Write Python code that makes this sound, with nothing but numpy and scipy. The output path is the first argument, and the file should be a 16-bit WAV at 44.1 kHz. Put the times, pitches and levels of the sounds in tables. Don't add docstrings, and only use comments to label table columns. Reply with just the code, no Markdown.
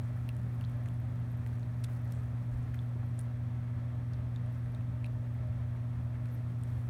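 import sys
import numpy as np
from scipy import signal
from scipy.fft import rfft, irfft
from scipy.io import wavfile

SR = 44100
rng = np.random.default_rng(int(sys.argv[2]) if len(sys.argv) > 2 else 0)


def inscribe(sig):
    pcm = np.round(np.clip(np.atleast_2d(sig).T, -1, 1) * 32767)
    wavfile.write(sys.argv[1], SR, pcm.astype(np.int16))


N = 303849
TIME = np.arange(N) / SR
FREQS = np.maximum(np.fft.rfftfreq(N, 1 / SR), 1)
TOP_HZ = 16950


def undb(db):
    return 10 ** (np.asarray(db) / 20)


def unit(x):
    return x / np.sqrt(np.mean(x ** 2))


def colour(points):
    hz, db = np.transpose(points)
    return undb(np.interp(np.log(FREQS), np.log(hz), db))


def shaped(x, gain):
    cepstrum = irfft(np.log(gain + 1e-9), N)
    cepstrum[1:N // 2] *= 2
    cepstrum[N // 2:] = 0
    return irfft(rfft(x) * np.exp(rfft(cepstrum)), N)


def resonance(hz, width, freqs=FREQS):
    return 1 / (1 + 2 * ((freqs - hz) / width) ** 2)


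def noise(density):
    return irfft(rfft(rng.standard_normal(N)) * density * np.sqrt(SR / 2), N)


def drift(rate_hz):
    return unit(irfft(rfft(rng.standard_normal(N)) * np.exp(-(FREQS / rate_hz) ** 2), N))


def fade(t, t60):
    return np.exp(-np.log(1000) * t / t60)


def add(track, s, sound):
    i = int(np.clip(s * SR, 0, N - 1))
    track[i:i + len(sound)] += sound[:N - i]


def room(x, echo_db=-16, t60=0.083):
    t = TIME[:SR // 3]
    tail = rng.standard_normal(len(t)) * fade(t, t60) * (1 - fade(t, 0.024))
    return x + undb(echo_db) * signal.fftconvolve(x, tail / np.linalg.norm(tail))[:N]


def far_tone(pitch_hz=427, peak_s=2.15, swell_s=0.11, waver=0.0203, flicker_db=5.5):
    # pitch_multiple, level_db
    partials = [(1, -64.5), (3, -67), (4, -74)]
    phase = 2 * np.pi * np.cumsum(pitch_hz * (1 + waver * drift(22.7))) / SR
    tone = sum(undb(db) * np.sin(k * phase) for k, db in partials)
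    swell = np.exp(-((TIME - peak_s) / swell_s) ** 2)
    return np.sqrt(2) * tone * undb(flicker_db * drift(20)) * swell


def fan_whirr(pitch_hz=616, width_hz=27, swell_s=0.048):
    # peak_s, level_db
    swells = [(.38, -62), (5.07, -60), (5.43, -59)]
    loudness = sum(undb(db) * np.exp(-((TIME - s) / swell_s) ** 2) for s, db in swells)
    return loudness * unit(noise(resonance(pitch_hz, width_hz)))


def fan_rumble(swell_db=0.54):
    # pitch_hz, level_db_per_hz
    rush = [(18, -120), (32, -96), (44, -73), (70, -66.5), (130, -75.5), (200, -78), (340, -86.5),
            (700, -90.5), (1000, -92.5), (1450, -96), (1850, -95.5), (2700, -104), (3500, -108),
            (17000, -145)]
    # pitch_hz, width_hz, level_db_per_hz
    modes = [(80.3, 6, -59), (97.2, 18, -58), (128, 4.1, -71.5), (167.3, 9.9, -66), (260.7, 13, -75.5),
             (303, 14, -87), (572, 33, -86.5), (617, 55, -84), (682, 9.3, -86), (767, 11, -86.5),
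             (902, 15, -88.5), (1056, 20, -92), (1210, 120, -96.5), (1324, 27, -95), (1730, 110, -99),
             (1920, 55, -100), (3320, 310, -111)]
    ring_power = sum((undb(db) * resonance(hz, width)) ** 2 for hz, width, db in modes)
    return noise(np.sqrt(colour(rush) ** 2 + ring_power)) * undb(swell_db * drift(13))


def appliance(mains_hz=60.016, wander_radians=0.93, waver_db=1.5):
    # mains_multiple, level_db
    hum_tones = [(1, -72), (2, -36), (4, -52), (6, -76.5), (18, -82), (20, -82.5), (22, -76)]
    # pitch_hz, level_db
    fan_tones = [(42.3, -78), (75.5, -68.5), (296, -68), (619, -76), (740, -74)]
    out = sum(undb(db) * np.cos(2 * np.pi * k * mains_hz * TIME) for k, db in hum_tones)
    for hz, db in fan_tones:
        loudness = undb(db + waver_db * drift(1.1))
        out += loudness * np.cos(2 * np.pi * hz * TIME + wander_radians * drift(3.3))
    return np.sqrt(2) * out


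def effort_db(t, rise_s=0.1):
    # time_s, level_db
    fidget = [(0, -68), (2.2, -71), (3.1, -71.5), (3.8, -91.5), (5.6, -76.5), (6.89, -70)]
    # peak_s, level_db, fade_s
    rustles = [(.08, -65.5, 1.1), (.39, -66, 2.5), (1.47, -64.5, 1.8), (1.9, -62, 1.2), (2.13, -63.5, 0.69),
               (2.55, -65, 1.1), (3.22, -67, 0.59), (4.55, -69, 1.3), (6.29, -66.5, 1), (6.69, -65, 0.99)]
    power = undb(np.interp(t, *np.transpose(fidget))) ** 2
    for s, db, t60 in rustles:
        swell = np.clip(1 + (t - s) / rise_s, 0, 1)
        power += (undb(db) * swell * fade(np.maximum(t - s, 0), t60)) ** 2
    return 10 * np.log10(power)


def shuffle(grain_db=-1.5, catch_db=3.5, flicker_db=1.5):
    # pitch_hz, gain_db
    cloth = [(500, 16), (1800, 19.5), (3200, -0.5), (5000, 1.5), (7500, -2.5), (9200, 3), (12300, -2),
             (17000, -7)]
    fibres = rng.standard_normal(N) * undb(grain_db * rng.standard_normal(N) + catch_db * drift(350))
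    return unit(shaped(fibres, colour(cloth))) * undb(effort_db(TIME) + flicker_db * drift(16))


def nudges(rise_share=0.13):
    # start_s, pitch_hz, level_db, fade_s
    pushes = [(0.299, 162, -46, 0.85), (0.857, 1450, -57, 0.051), (1.883, 1400, -51, 0.027),
              (2.5, 55, -40, 0.45), (2.735, 1750, -53, 0.065), (2.952, 330, -55, 0.074),
              (2.955, 800, -56, 0.052), (3.025, 265, -47, 0.093), (3.027, 980, -50.5, 0.043),
              (6.13, 1700, -58.5, 0.14)]
    out, t = np.zeros(N), TIME[:SR // 2]
    freqs = np.fft.rfftfreq(len(t), 1 / SR)
    for s, hz, db, t60 in pushes:
        rise_s = rise_share * t60
        spectrum = rfft(rng.standard_normal(len(t))) * resonance(hz, hz / 2, freqs)
        swell = np.minimum(t / rise_s, 1) * fade(np.maximum(t - rise_s, 0), t60)
        add(out, s, undb(db) * unit(irfft(spectrum, len(t))) * swell)
    return out


def snout_rub(start_s=1.876, length_s=0.1, slip_hz=204, level_db=-51, jitter=0.048, spread_db=2.5):
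    # pitch_hz, gain_db
    creak = [(1500, -6), (4000, -4), (9000, 0), (13000, 5), (17000, -2)]
    slips = np.zeros(N)
    for k, (late, size) in enumerate(rng.standard_normal((40, 2))):
        age = (k + jitter * late) / slip_hz
        arch = np.sin(np.pi * np.clip(age / length_s, 0, 1))
        add(slips, start_s + age, [arch * undb(level_db + spread_db * size)])
    return shaped(slips, colour(creak))


def slurps(grain_db=5):
    # start_s, length_s, pitch_hz, width_hz, level_db
    sucks = [(2.128, 0.078, 8300, 1600, -77), (2.805, 0.045, 11000, 3000, -81),
             (6.65, 0.28, 10900, 5000, -80)]
    out = np.zeros(N)
    for s, length, hz, width, db in sucks:
        progress = np.clip((TIME - s) / length, 0, 1)
        arch = np.sqrt(np.abs(np.sin(np.pi * progress)))
        out += undb(db) * arch * unit(noise(resonance(hz, width)))
    return out * undb(grain_db * drift(400))


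def air_pocket(t, hz, t60, glide):
    pitch_hz = hz * (1 + glide * (np.minimum(t / t60, 1) - 0.2))
    phase = 2 * np.pi * np.cumsum(np.minimum(pitch_hz, SR / 2)) / SR
    return np.sqrt(2) * np.sin(phase) * fade(t, t60) * (1 - fade(t, 0.0009))


def wet_ticks(squelch_bubbles=20, t60=0.0025, glide=0.05, scatter=0.13, spread_db=3):
    # start_s, pitch_hz, level_db
    ticks = [(.2855, 13500, -52), (.2905, 13500, -47), (.547, 13000, -54), (.6116, 13200, -52),
             (.698, 13000, -51), (.771, 12000, -55), (.942, 10000, -51), (1.001, 13500, -51),
             (1.201, 11700, -55), (1.3177, 12300, -49), (1.374, 13000, -51), (2.047, 11500, -51),
             (3.064, 13000, -55), (4.463, 9200, -53), (4.585, 14200, -55), (4.645, 9500, -56),
             (4.72, 11000, -54), (5.342, 14500, -52)]
    # time_s, pitch_hz, level_db
    squelch = [(6.315, 11500, -60), (6.353, 13300, -53)]
    out, t = np.zeros(N), TIME[:SR // 50]
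    for s, hz, db in ticks:
        add(out, s, undb(db) * air_pocket(t, hz, t60, glide))
    first, last = np.array(squelch)
    for k, (late, pitch, size) in enumerate(rng.uniform(-1, 1, (squelch_bubbles, 3))):
        s, hz, db = first + (last - first) * (k + 0.5 + late / 2) / squelch_bubbles
        add(out, s, undb(db + spread_db * size) * air_pocket(t, hz * (1 + scatter * pitch), t60, glide))
    return out


def lapping(count=600, base_db=-65, follow=0.37, spread_db=4.5, low_hz=3500, high_hz=15000):
    out, usual_db = np.zeros(N), np.mean(effort_db(TIME))
    for when, pitch, chance in rng.random((count, 3)):
        s, hz = when * N / SR, low_hz + (high_hz - low_hz) * pitch
        size = min(-np.log(chance), 3)
        db = base_db + follow * (effort_db(s) - usual_db) + spread_db * size
        add(out, s, undb(db) * air_pocket(TIME[:SR // 50], hz, t60=0.0011, glide=0.1))
    return out


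def snap(t, hz, t60, grain_db=10.5, lowest_share=0.15):
    clicks, size = rng.standard_normal((2, len(t)))
    low_cut = signal.butter(2, lowest_share * hz, "high", fs=SR, output="sos")
    tear = signal.sosfilt(low_cut, clicks * undb(grain_db * size) * fade(t, t60))
    return tear / np.linalg.norm(tear)


def smacks(glide=0.032, tongue_fade_s=0.0033):
    # start_s, pitch_hz, ring_db, ring_fade_s, snap_db, snap_fade_s
    lip_smacks = [(0.3662, 9100, -47, .002, -42, .005), (0.6404, 3300, -46, .007, -58, .005),
                  (0.6494, 4050, -44, 0.0044, -53, .005), (0.859, 1900, -44, 0.0051, -40, .014),
                  (0.8867, 3000, -46, 0.0028, -40.5, .006), (1.4638, 1910, -40, 0.0042, -42, .016),
                  (1.472, 14000, -51, .003, -44, .015), (1.596, 6600, -50, .002, -48, .005),
                  (1.631, 4030, -50.5, 0.0037, -54, .005), (1.838, 4300, -45, .002, -37, .009),
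                  (1.8403, 5230, -35, 0.0023, -32, .009), (1.8426, 4200, -36, .0023, -30, .009),
                  (1.8435, 1650, -45, 0.0047, -33, .012), (1.8453, 3520, -38, 0.0033, -32, 0.015),
                  (2.1214, 12100, -47, 0.003, -36, .008), (2.1236, 5350, -46, .002, -37, .006),
                  (2.7437, 1800, -46, .005, -36, .011), (2.756, 14800, -52, .003, -45, .005),
                  (2.7905, 3460, -48, 0.014, -60, .005), (3.1906, 8100, -36.5, 0.0026, -41, .006),
                  (3.1926, 9400, -39.5, 0.0066, -36, .01), (3.1959, 9400, -43, 0.0033, -43, .005),
                  (3.2052, 9500, -49, .005, -41, .006), (3.2126, 9800, -42, 0.0024, -42, .003),
                  (4.1355, 4830, -42, 0.0022, -46, .002), (4.142, 3900, -53, .004, -58, .004),
                  (4.361, 3680, -47.5, 0.01, -51, .004), (4.362, 7000, -55, .003, -58, .004),
                  (4.66, 1890, -49, .006, -53, .008), (4.748, 3720, -49.5, 0.0083, -43, .008),
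                  (5.0593, 3870, -51, .008, -51, .008), (6.6359, 8700, -44, 0.0029, -41, .006)]
    # pitch_hz, gain_db
    lip_colour = [(1000, -18), (2200, 7.5), (4000, 3), (6000, 2), (9200, 6), (11500, 1.5), (13500, -1),
                  (17000, -17)]
    # start_s, lowest_pitch_hz, ring_db, snap_db
    clucks = [(0.2906, 2730, -36.5, -33), (0.6114, 2770, -43.5, -42), (4.809, 2600, -53, -54),
              (5.0444, 2530, -36.5, -48), (5.055, 2650, -54, -53), (5.064, 2650, -45, -39),
              (6.257, 2590, -54, -46)]
    # ratio_to_lowest, gain_db, fade_s
    mouth = [(1, -0.5, 0.0078), (1.52, -14.5, 0.0068), (3.6, -15, 0.0038)]
    # pitch_hz, gain_db
    tongue_colour = [(1200, -7), (2600, 5), (4000, 5), (5200, -4), (7200, -5), (9000, 4), (12500, -4),
                     (17000, -10)]
    rings, lip_snaps, tongue_snaps = np.zeros((3, N))
    t = TIME[:SR // 25]
    for s, hz, ring_db, t60, snap_db, snap_t60 in lip_smacks:
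        add(rings, s, undb(ring_db) * air_pocket(t, hz, t60, glide))
        add(lip_snaps, s, undb(snap_db) * snap(t, hz, snap_t60))
    for s, hz, ring_db, snap_db in clucks:
        for ratio, db, t60 in mouth:
            add(rings, s, undb(ring_db + db) * air_pocket(t, ratio * hz, t60, glide))
        add(tongue_snaps, s, undb(snap_db) * snap(t, hz, tongue_fade_s))
    lips = shaped(lip_snaps, unit(colour(lip_colour)))
    tongue = shaped(tongue_snaps, unit(colour(tongue_colour)))
    return rings + lips + tongue


def scene():
    piglet = room(smacks() + lapping() + wet_ticks() + slurps() + snout_rub() + nudges()) + shuffle()
    return (piglet + appliance() + fan_rumble() + fan_whirr() + far_tone())[None]


def record(dry):
    # pitch_hz, level_db_per_hz
    hiss = [(3000, -117), (5600, -115.5), (7500, -119.5), (8500, -115.5), (9700, -117), (12000, -119),
            (14000, -122), (17000, -123)]
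    # pitch_hz, width_hz, gain_db
    dips = [(2930, 55, -6.5), (4960, 97, -8), (10520, 320, -7.5)]
    opening = undb(sum(db * resonance(hz, width) for hz, width, db in dips))
    heard = shaped(dry + noise(colour(hiss)), opening)
    high_cut = signal.ellip(10, 0.1, 80, TOP_HZ, fs=SR, output="sos")
    return signal.sosfilt(high_cut, heard)


dry = scene()
out = record(dry)
inscribe(out)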